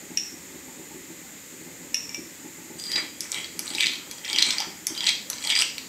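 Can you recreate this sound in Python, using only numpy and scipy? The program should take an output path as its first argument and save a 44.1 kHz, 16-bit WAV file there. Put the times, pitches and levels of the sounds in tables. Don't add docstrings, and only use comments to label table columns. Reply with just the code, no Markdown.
import sys
import numpy as np
from scipy import signal
from scipy.fft import rfft, irfft
from scipy.io import wavfile
from scipy.ndimage import uniform_filter1d, map_coordinates

SR = 44100
rng = np.random.default_rng(int(sys.argv[2]) if len(sys.argv) > 2 else 0)


def amplitude_ratio(level_db):
    exponent = np.asarray(level_db, float) / 20
    return 10 ** exponent


def wav_record(signal):
    frames = np.transpose(np.atleast_2d(signal))
    bounded = np.clip(frames, -1, 1)
    quanta = np.round(bounded * 32767).astype(np.int16)
    wavfile.write(sys.argv[1], SR, quanta)


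N = 259308

# (time [s], peak level [dB], colour [Hz], top level [dB])
CATCHES = [(2.7982, -20.5, 5440, -11), (2.8384, -20, 4570, -11), (2.867, -24, 4040, -14),
           (2.9095, -34, 4410, -7), (2.9172, -13, 4660, -11.5), (2.9263, -17, 4680, -15),
           (2.9574, -14.5, 4180, -27), (2.9606, -11, 4000, -33), (3.0187, -31, 4160, -27),
           (3.2065, -13, 6000, -7.5), (3.242, -26, 4600, -11), (3.3179, -13, 7440, -13),
           (3.327, -17.5, 4150, -13), (3.3445, -14.5, 3880, -11), (3.384, -22.5, 2940, -18),
           (3.4443, -18.5, 4340, -23), (3.5923, -12.5, 5900, -3.5), (3.6683, -23, 4150, -16),
           (3.6783, -19, 4160, -23), (3.69, -29, 7160, -1), (3.7037, -21, 4110, -18),
           (3.7361, -22, 3550, -13), (3.7496, -14, 4100, -12), (3.7547, -17, 5440, -11),
           (3.7831, -12, 2540, -23), (3.8066, -4.5, 3500, -19), (3.8148, -16, 3230, -19),
           (3.8272, -16, 3700, -26), (3.8333, -6.5, 3800, -31), (3.8496, -23, 3360, -25),
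           (3.8597, -8, 3960, -19), (3.8681, -7, 4100, -26), (3.8817, -14, 3300, -29),
           (3.9173, -21, 4100, -12), (3.9346, -18, 4080, -6), (3.9556, -23, 4100, -13),
           (4.1122, -15.5, 5650, -11.5), (4.1837, -27, 4730, -11), (4.2475, -20, 3640, -15),
           (4.2518, -22.5, 5100, -15), (4.2788, -21, 3760, -20), (4.2994, -13.5, 4270, -27),
           (4.3302, -10, 4400, -11), (4.3611, -10, 3000, -29), (4.3855, -2.5, 4150, -20),
           (4.3933, -11, 4180, -23), (4.4035, -24, 3240, -28), (4.4209, -7, 4700, -27),
           (4.4244, -0.5, 4200, -19), (4.4392, -20, 3990, -28), (4.4665, -18, 3900, -18),
           (4.4872, -24, 4050, -25), (4.5054, -10, 4180, -21), (4.5082, -11, 5300, -15),
           (4.5256, -18, 4000, -27), (4.5831, -10, 4710, -17), (4.6027, -10, 5230, -16.5),
           (4.609, -22, 3260, -21), (4.8686, -8.5, 5970, -0.5), (4.95, -24, 3590, -12),
           (4.9762, -19, 4350, -16), (4.982, -28, 3260, -20), (5.0064, -14, 3380, -19),
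           (5.042, -14, 4270, -18), (5.0662, -9.5, 3420, -24), (5.0698, -4.5, 4320, -32),
           (5.0857, -15, 4190, -32), (5.089, -8, 3730, -33), (5.0916, -6, 4950, -18.5),
           (5.0947, -19, 3320, -24), (5.1044, -23, 3460, -22), (5.107, -24, 3880, -29),
           (5.3004, -11.5, 6000, -3.5), (5.3307, -17.5, 4500, -21), (5.383, -22, 4870, -25),
           (5.425, -20.5, 4150, -10), (5.4496, -14.5, 5010, -17), (5.473, -13, 4200, -13),
           (5.4943, -14, 3470, -12), (5.501, -8.5, 3500, -17), (5.5056, -10.5, 3970, -25),
           (5.51, -14, 3180, -26), (5.5212, -12, 3330, -27), (5.5534, -8.5, 4900, -22),
           (5.5622, -10, 3360, -26), (5.5738, -12, 3770, -28), (5.5895, -8.5, 4670, -11),
           (5.599, -13, 4340, -22), (5.606, -12, 4500, -23), (5.615, -8.5, 4900, -14),
           (5.621, -5, 2920, -16), (5.781, -16, 4300, 3), (5.867, -36, 4030, -13)]
# (time [s], pressure [dB], low stone [dB], edge brightness [dB], hollow [dB])
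STROKES = [(2.77, -54, -5, -10, -5), (2.79, -48, -13, 7, -21), (2.99, -42.5, 14.5, 5, 3.5),
           (3.18, -69, -10, -6, -18), (3.22, -45, 1, 11, -5), (3.28, -46.5, -1, 2, -9),
           (3.36, -49, 14, 12, 3), (3.57, -48, -8, -16, -25), (3.59, -57.5, -16, 10, 6),
           (3.62, -52.5, -5, 10.5, -1), (3.83, -34.5, 12.5, 5, -15.5), (4.1, -58.5, -10, -23, 0),
           (4.11, -52, -4, 4, -1), (4.22, -45, -1, -9, -16), (4.29, -41, 7.5, 8, -6),
           (4.47, -32.5, 2, -2, -12.5), (4.63, -46.5, 7, -5, 4), (4.86, -66, -10, -10, -19),
           (4.87, -53.5, 12, 3, 3), (4.95, -42.5, -7, -4, -8), (5.08, -35.5, 12, 1, -8),
           (5.29, -63, -10, -14, -35), (5.3, -49.5, -5, -8, 3.5), (5.38, -34, -15.5, -7, -21),
           (5.5, -28.5, -1, 3, -14.5), (5.54, -34, 10, -8, -20), (5.61, -36, 5, 18.5, -3.5),
           (5.72, -59, -17, -2, -15), (5.88, -45, -47, -15, -17)]
# (frequency [Hz], width [Hz], level [dB])
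STONE = [(3510, 130, 9), (3800, 170, 8.5), (4120, 770, 13.5), (4630, 200, 12), (5710, 1600, 18)]
# (frequency [Hz], width [Hz], level [dB])
STONE_LOW = [(1950, 300, -1), (2250, 300, 0), (2550, 350, -4)]
# (frequency [Hz], width [Hz], level [dB])
EDGE = [(6790, 300, -3.5), (8070, 360, 6.5), (9090, 890, -3.5), (10000, 4500, -8.5)]
# (frequency [Hz], width [Hz], level [dB])
HOLLOW = [(858, 80, 3.5), (974, 51, 7.5), (1620, 880, 13.5), (465, 140, -39)]
SPOON_HZ = [2320, 4150, 4545, 4950, 5800, 7750, 10800, 14600]
# (level [dB], t60 [s])
SPOON_RING = [(-10, .04), (-8, .03), (-8, .04), (-8, .04), (-6, .03), (-10, .03), (-9, .03), (-3, .012)]
# (time [s], spoon bowl ring [dB], neck ring [dB])
SINGING = [(2.77, -69, -77), (2.79, -57, -42), (2.98, -30, -25.5), (3.15, -61, -78), (3.3, -61, -71),
           (3.33, -41, -50), (3.39, -35, -48), (3.57, -67, -64), (3.83, -25, -34), (3.86, -30.5, -38),
           (4.07, -61, -74), (4.11, -51, -50), (4.21, -49, -67), (4.35, -28, -45), (4.39, -26.5, -32),
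           (4.56, -47, -60), (4.61, -35, -28), (4.64, -51, -58), (4.83, -71, -84), (4.87, -52, -47),
           (4.93, -52, -50), (5.08, -18.5, -35), (5.26, -85, -68), (5.31, -53, -66), (5.37, -48, -53),
           (5.43, -38, -50), (5.51, -21, -32), (5.61, -41, -32), (5.76, -68, -72), (5.78, -54, -59),
           (5.88, -77, -62)]
# (frequency [Hz], width [Hz], level [dB])
SPOON_BOWL = [(3195, 45, 0), (3325, 35, -4), (3070, 40, -9)]
# (frequency [Hz], width [Hz], level [dB])
SPOON_NECK = [(4790, 14, 0)]
# (time [s], peak level [dB], low cluster [dB], low tone [dB], top ring [dB])
CLINKS = [
    (0.174, -15.5, -12, -32, -20),
    (1.945, -13.5, -11, -35, -15.5),
    (2.0935, -29.5, -14, -9, -19),
    (2.1462, -25.5, -11, -3, -19),
]
# (frequency [Hz], level [dB], t60 [s])
GLASS = [(1840, -4, .03), (2330, -2, .16), (2200, -4, .02), (2480, -3, .03), (2700, 0, .025),
         (2830, -5, .06), (3050, -2, .02), (3500, -3, .015), (4200, -13, .012), (4985, -13, .02),
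         (5260, -3, .03), (5340, -6, .045), (5430, -2, .04), (5520, -5, .045), (5600, -4, .045),
         (5680, -2, .055), (5800, -7, .03), (6100, -11, .03), (6600, -9, .02), (7550, -13, .02),
         (9000, -6, .03), (10150, 0, .02), (10500, 0, .02), (11400, -5, .015), (12280, -3, .05),
         (13500, -3, .03), (15200, -1, .015)]
# (time [s], peak level [dB], upper ring [dB])
THUDS = [(0.023, -36.5, -11.5), (0.103, -32.5, -12), (0.24, -44, -20), (0.327, -36, -12),
         (0.48, -37.5, -12), (0.544, -35.5, -22), (0.604, -55, -13), (0.677, -36, -5.5), (0.794, -37, -13),
         (0.908, -41.5, -0.5), (0.944, -32.5, -20), (1.101, -33.5, -13), (1.217, -47, -6),
         (1.525, -38, -13), (1.611, -35, -12), (1.662, -35.5, -14), (1.7, -38, -28), (1.809, -36, -14),
         (1.863, -55, -20), (2.179, -30, -19), (2.328, -56, -22), (2.409, -47, -2), (2.446, -34, -11),
         (2.582, -34, -11), (2.644, -42, -19), (2.7, -32, -10), (2.756, -39, -20), (2.856, -39, -19),
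         (2.895, -39, -18), (2.949, -28.5, -14), (3.025, -33.5, -11), (3.202, -36, -18), (3.372, -33, -10),
         (3.489, -44, -14), (3.551, -34, -17), (3.609, -38.5, -17), (3.711, -39, -7), (3.748, -32, -5),
         (3.852, -32.5, -18), (3.894, -36.5, -17), (3.967, -38.5, -17), (4.072, -36, -18),
         (4.119, -56, -15), (4.208, -40.5, -9), (4.298, -40.5, 5), (4.334, -30.5, -8), (4.39, -35, -14),
         (4.472, -32, -5), (4.598, -48, 19), (4.67, -34.5, -26), (4.818, -39, -12), (4.905, -32, -15),
         (5.111, -39, -11), (5.451, -47, 11), (5.504, -38, -1), (5.817, -37, -15)]
# (frequency [Hz], level [dB], t60 [s])
POT = [(176, -6.5, 0.16), (218, -6, 0.14), (258, 6.5, 0.052), (292, -1.5, .16), (311.8, 1.5, 0.17),
       (367, -4, 0.054), (378.7, -3.5, 0.15), (443, -13.5, 0.19), (542, -17, 0.12), (768, 1.5, 0.068),
       (850, 0, 0.11), (907, -2.5, 0.15)]
# (frequency [Hz], level per Hz [dB])
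HISS = [(590, -51), (1000, -28), (1220, -13), (1340, -11), (1560, -9.5), (1690, -7.5), (2080, -3),
        (2260, -8), (2450, -7), (2850, -11), (5880, -12.5), (7080, 0), (9820, -19), (13400, -11),
        (16200, -23.5)]
# (frequency [Hz], level per Hz [dB])
RUMBLE = [(18, -48), (30, -38.5), (43, -9.5), (108, -11.5), (299, -1), (366, -8.5), (563, -9), (657, -19),
          (829, -15), (1200, -17.5), (1560, -35), (2640, -120)]
# (frequency [Hz], t60 [s], level [dB])
KITCHEN = [(400, .4, -2), (1500, .4, 0), (3000, .42, 0), (6000, .44, 0), (9000, .3, -2), (13000, .2, -5)]
# (delay [s], level [dB])
COUNTER_ECHO = (.0075, -17.5)


def rms_one(x):
    return x / np.sqrt(np.mean(x ** 2) + 1e-20)


def at_hz(points, hz, axis=1):
    table = np.array(points)
    return np.interp(np.log(hz), np.log(table[:, 0]), table[:, axis])


def in_time(rows):
    s, *columns = np.transpose(rows)
    return [np.interp(np.arange(N) / SR, s, column, left=-120) for column in columns]


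def drift(rate_hz):
    knots = rng.standard_normal(4000)
    return map_coordinates(knots, [np.arange(N) * rate_hz / SR], order=2, prefilter=False) * 1.35


def band(x, low_hz, high_hz, order=4):
    return signal.sosfilt(signal.butter(order, [low_hz, high_hz], "band", fs=SR, output="sos"), x)


def train(rows, db):
    clicks = np.zeros(N)
    np.add.at(clicks, (np.array(rows)[:, 0] * SR).astype(int), amplitude_ratio(db))
    return clicks


def ring(clicks, hz, t60):
    r = amplitude_ratio(-60 / (t60 * SR))
    w = 2 * np.pi * hz / SR
    return signal.lfilter([0, np.sin(w)], [1, -2 * r * np.cos(w), r * r], clicks + 1e-18)


def body(x, resonances):
    return sum((-1) ** k * amplitude_ratio(db) * np.sqrt(width_hz) * ring(x, hz, 2.83 / width_hz)
               for k, (hz, width_hz, db) in enumerate(resonances))


def rubbed(grains, gain_db, resonances):
    out = 0
    for k, mode in enumerate(resonances):
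        out = out + (-1) ** k * body(grains * amplitude_ratio(gain_db + 2.7 * drift(30)), [mode])
    return out / np.std(body(grains, resonances))


def coloured(spectrum, patchy_db, rate_hz):
    hz = np.maximum(np.arange(N // 2 + 1) * SR / N, 1)
    whole = rfft(rng.standard_normal(N)) * amplitude_ratio(at_hz(spectrum, hz))
    group = np.round(2 * np.log2(hz)) % 4
    out = 0
    for k in range(4):
        out = out + irfft(whole * (group == k), N) * amplitude_ratio(patchy_db * drift(rate_hz))
    return rms_one(out)


def grit():
    sizes = amplitude_ratio(4 * np.minimum(rng.exponential(1, N), 4)) * rng.choice([-1, 1], N)
    slips = rng.random(N) < 1500 / SR
    return rms_one(sizes * slips * amplitude_ratio(3.5 * drift(150)))


def scrape(grains):
    pressure_db, low_db, edge_db, hollow_db = in_time(STROKES)
    spoon = [(hz, 2.2 / t60, db) for hz, (db, t60) in zip(SPOON_HZ, SPOON_RING)]
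    bright = rubbed(grains, pressure_db - 14, STONE)
    bright = bright + rubbed(grains, pressure_db - 19, spoon)
    bright = bright + rubbed(grains, pressure_db + low_db - 5.5, STONE_LOW)
    bright = bright + rubbed(grains, pressure_db + edge_db - 7.5, EDGE)
    breath = rng.standard_normal(N) + 0.63 * grains
    hollow = rubbed(breath, pressure_db + hollow_db - 2, HOLLOW)
    return band(bright, 1650, 12500, order=2), band(hollow, 350, 1880, order=2)


def catches():
    s, peak_db, colour_hz, top_db = np.transpose(CATCHES)
    top_db = np.minimum(top_db, np.where(colour_hz > 5300, 3, -12))
    heavy_db = -.6 * np.clip(top_db + 14, 0, 20)
    length = 600
    t = np.arange(length) / SR
    out = np.zeros(N + length)
    noise = rng.standard_normal((len(s), 2, length))
    for k in range(len(s)):
        narrow = ring(noise[k, 0] * amplitude_ratio(-60 * t / 0.0069), colour_hz[k], 13 / colour_hz[k])
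        knock = ring(narrow, colour_hz[k], 4 / colour_hz[k])
        thud = body(noise[k, 1] * amplitude_ratio(-60 * t / 0.0033), STONE + STONE_LOW + EDGE)
        crack = band(noise[k, 1] * amplitude_ratio(-60 * t / .014), 8300, 12300, order=3)
        start = int(s[k] * SR)
        for part, db in [(knock, -3), (thud, heavy_db[k] - 10), (crack, top_db[k] - 3)]:
            out[start:start + length] += amplitude_ratio(peak_db[k] + db) * part / np.max(np.abs(part))
    out = out[:N]
    luck_db = rng.normal(0, 4, (len(s), len(SPOON_RING)))
    for k, (hz, (db, t60)) in enumerate(zip(SPOON_HZ, SPOON_RING)):
        region_db = heavy_db - 17 if hz < 5500 else -17 if hz < 9000 else top_db - 10
        clicks = train(CATCHES, peak_db + region_db + db + luck_db[:, k])
        out = out + ring(clicks, hz, np.clip(t60, .005, .05))
    return out


def singing(grains):
    out = 0
    for db, modes in zip(in_time(SINGING), (SPOON_BOWL, SPOON_NECK)):
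        tone = rms_one(body(grains, modes))
        steady = tone / np.sqrt(0.25 + uniform_filter1d(tone ** 2, size=1500))
        out = out + amplitude_ratio(db - 5.5 + 4.1 * drift(90)) * steady
    return out


def clinks():
    s, peak_db, low_db, tone_db, top_db = np.transpose(CLINKS)
    luck_db = rng.normal(0, 1.8, (len(s), len(GLASS)))
    out = 0
    for k, (hz, db, t60) in enumerate(GLASS):
        if k == 1:
            region_db = tone_db
        elif hz < 4000:
            region_db = low_db + 4
        else:
            region_db = top_db if hz > 8500 else 0
        clicks = train(CLINKS, peak_db + db + region_db - 5 + luck_db[:, k])
        out = out + (-1) ** (k // 4) * ring(clicks, hz, t60)
    return np.roll(out, -45)


def pot():
    s, peak_db, upper_db = np.transpose(THUDS)
    luck_db = rng.normal(0, 2, (len(s), len(POT)))
    rough = rng.standard_normal(N)
    out = 0
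    for k, (hz, db, t60) in enumerate(POT):
        region_db = upper_db if hz > 700 else 0
        push = train(THUDS, peak_db + db - 7.5 + luck_db[:, k] + region_db)
        tail = signal.lfilter([.04], [1, -amplitude_ratio(-60 / (.05 * SR))], push) * rough
        out = out + (-1) ** k * ring(push + tail, hz, t60)
    return band(out, 140, 1100, order=2)


def steam():
    return amplitude_ratio(-45.5) * coloured(HISS, patchy_db=0.1, rate_hz=5)


def rumble():
    return amplitude_ratio(-51) * band(coloured(RUMBLE, patchy_db=1.5, rate_hz=7), 62, 3000)


def kitchen(x):
    t = np.arange(SR // 2) / SR
    edges = 100 * 2. ** np.arange(0, 7.6, .5)
    tail = 0
    for low, high in zip(edges, edges[1:]):
        hz = np.sqrt(low * high)
        noise = band(rng.standard_normal(len(t)), low, high, order=2)
        tail = tail + noise * amplitude_ratio(at_hz(KITCHEN, hz, axis=2) - 60 * t / at_hz(KITCHEN, hz))
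    tail = tail * np.clip(t / 0.0015, 0, 1) ** 2
    return signal.fftconvolve(x, tail / np.sqrt(np.sum(tail ** 2)))[:N]


def scene():
    grains = grit()
    bright, hollow = scrape(grains)
    near = band(clinks() + catches() + bright, 1790, 13000) + hollow + singing(grains)
    delay_s, echo_db = COUNTER_ECHO
    near = near + amplitude_ratio(echo_db) * np.roll(near, int(delay_s * SR))
    far = pot()
    room = kitchen(amplitude_ratio(-6.5) * near + amplitude_ratio(-3.5) * far)
    return (near + amplitude_ratio(-2.5) * far + room + steam() + rumble())[None]


def band_limit(x):
    return signal.sosfilt(signal.butter(12, 16470, fs=SR, output="sos"), x)


def record(dry):
    rounded = 1.62 * np.tanh(dry / 1.391)
    top_cut = signal.ellip(10, .5, 40, 15720, fs=SR, output="sos")
    mix = signal.sosfilt(top_cut, rounded)
    return band_limit(mix)


dry = scene()
out = record(dry)
wav_record(out)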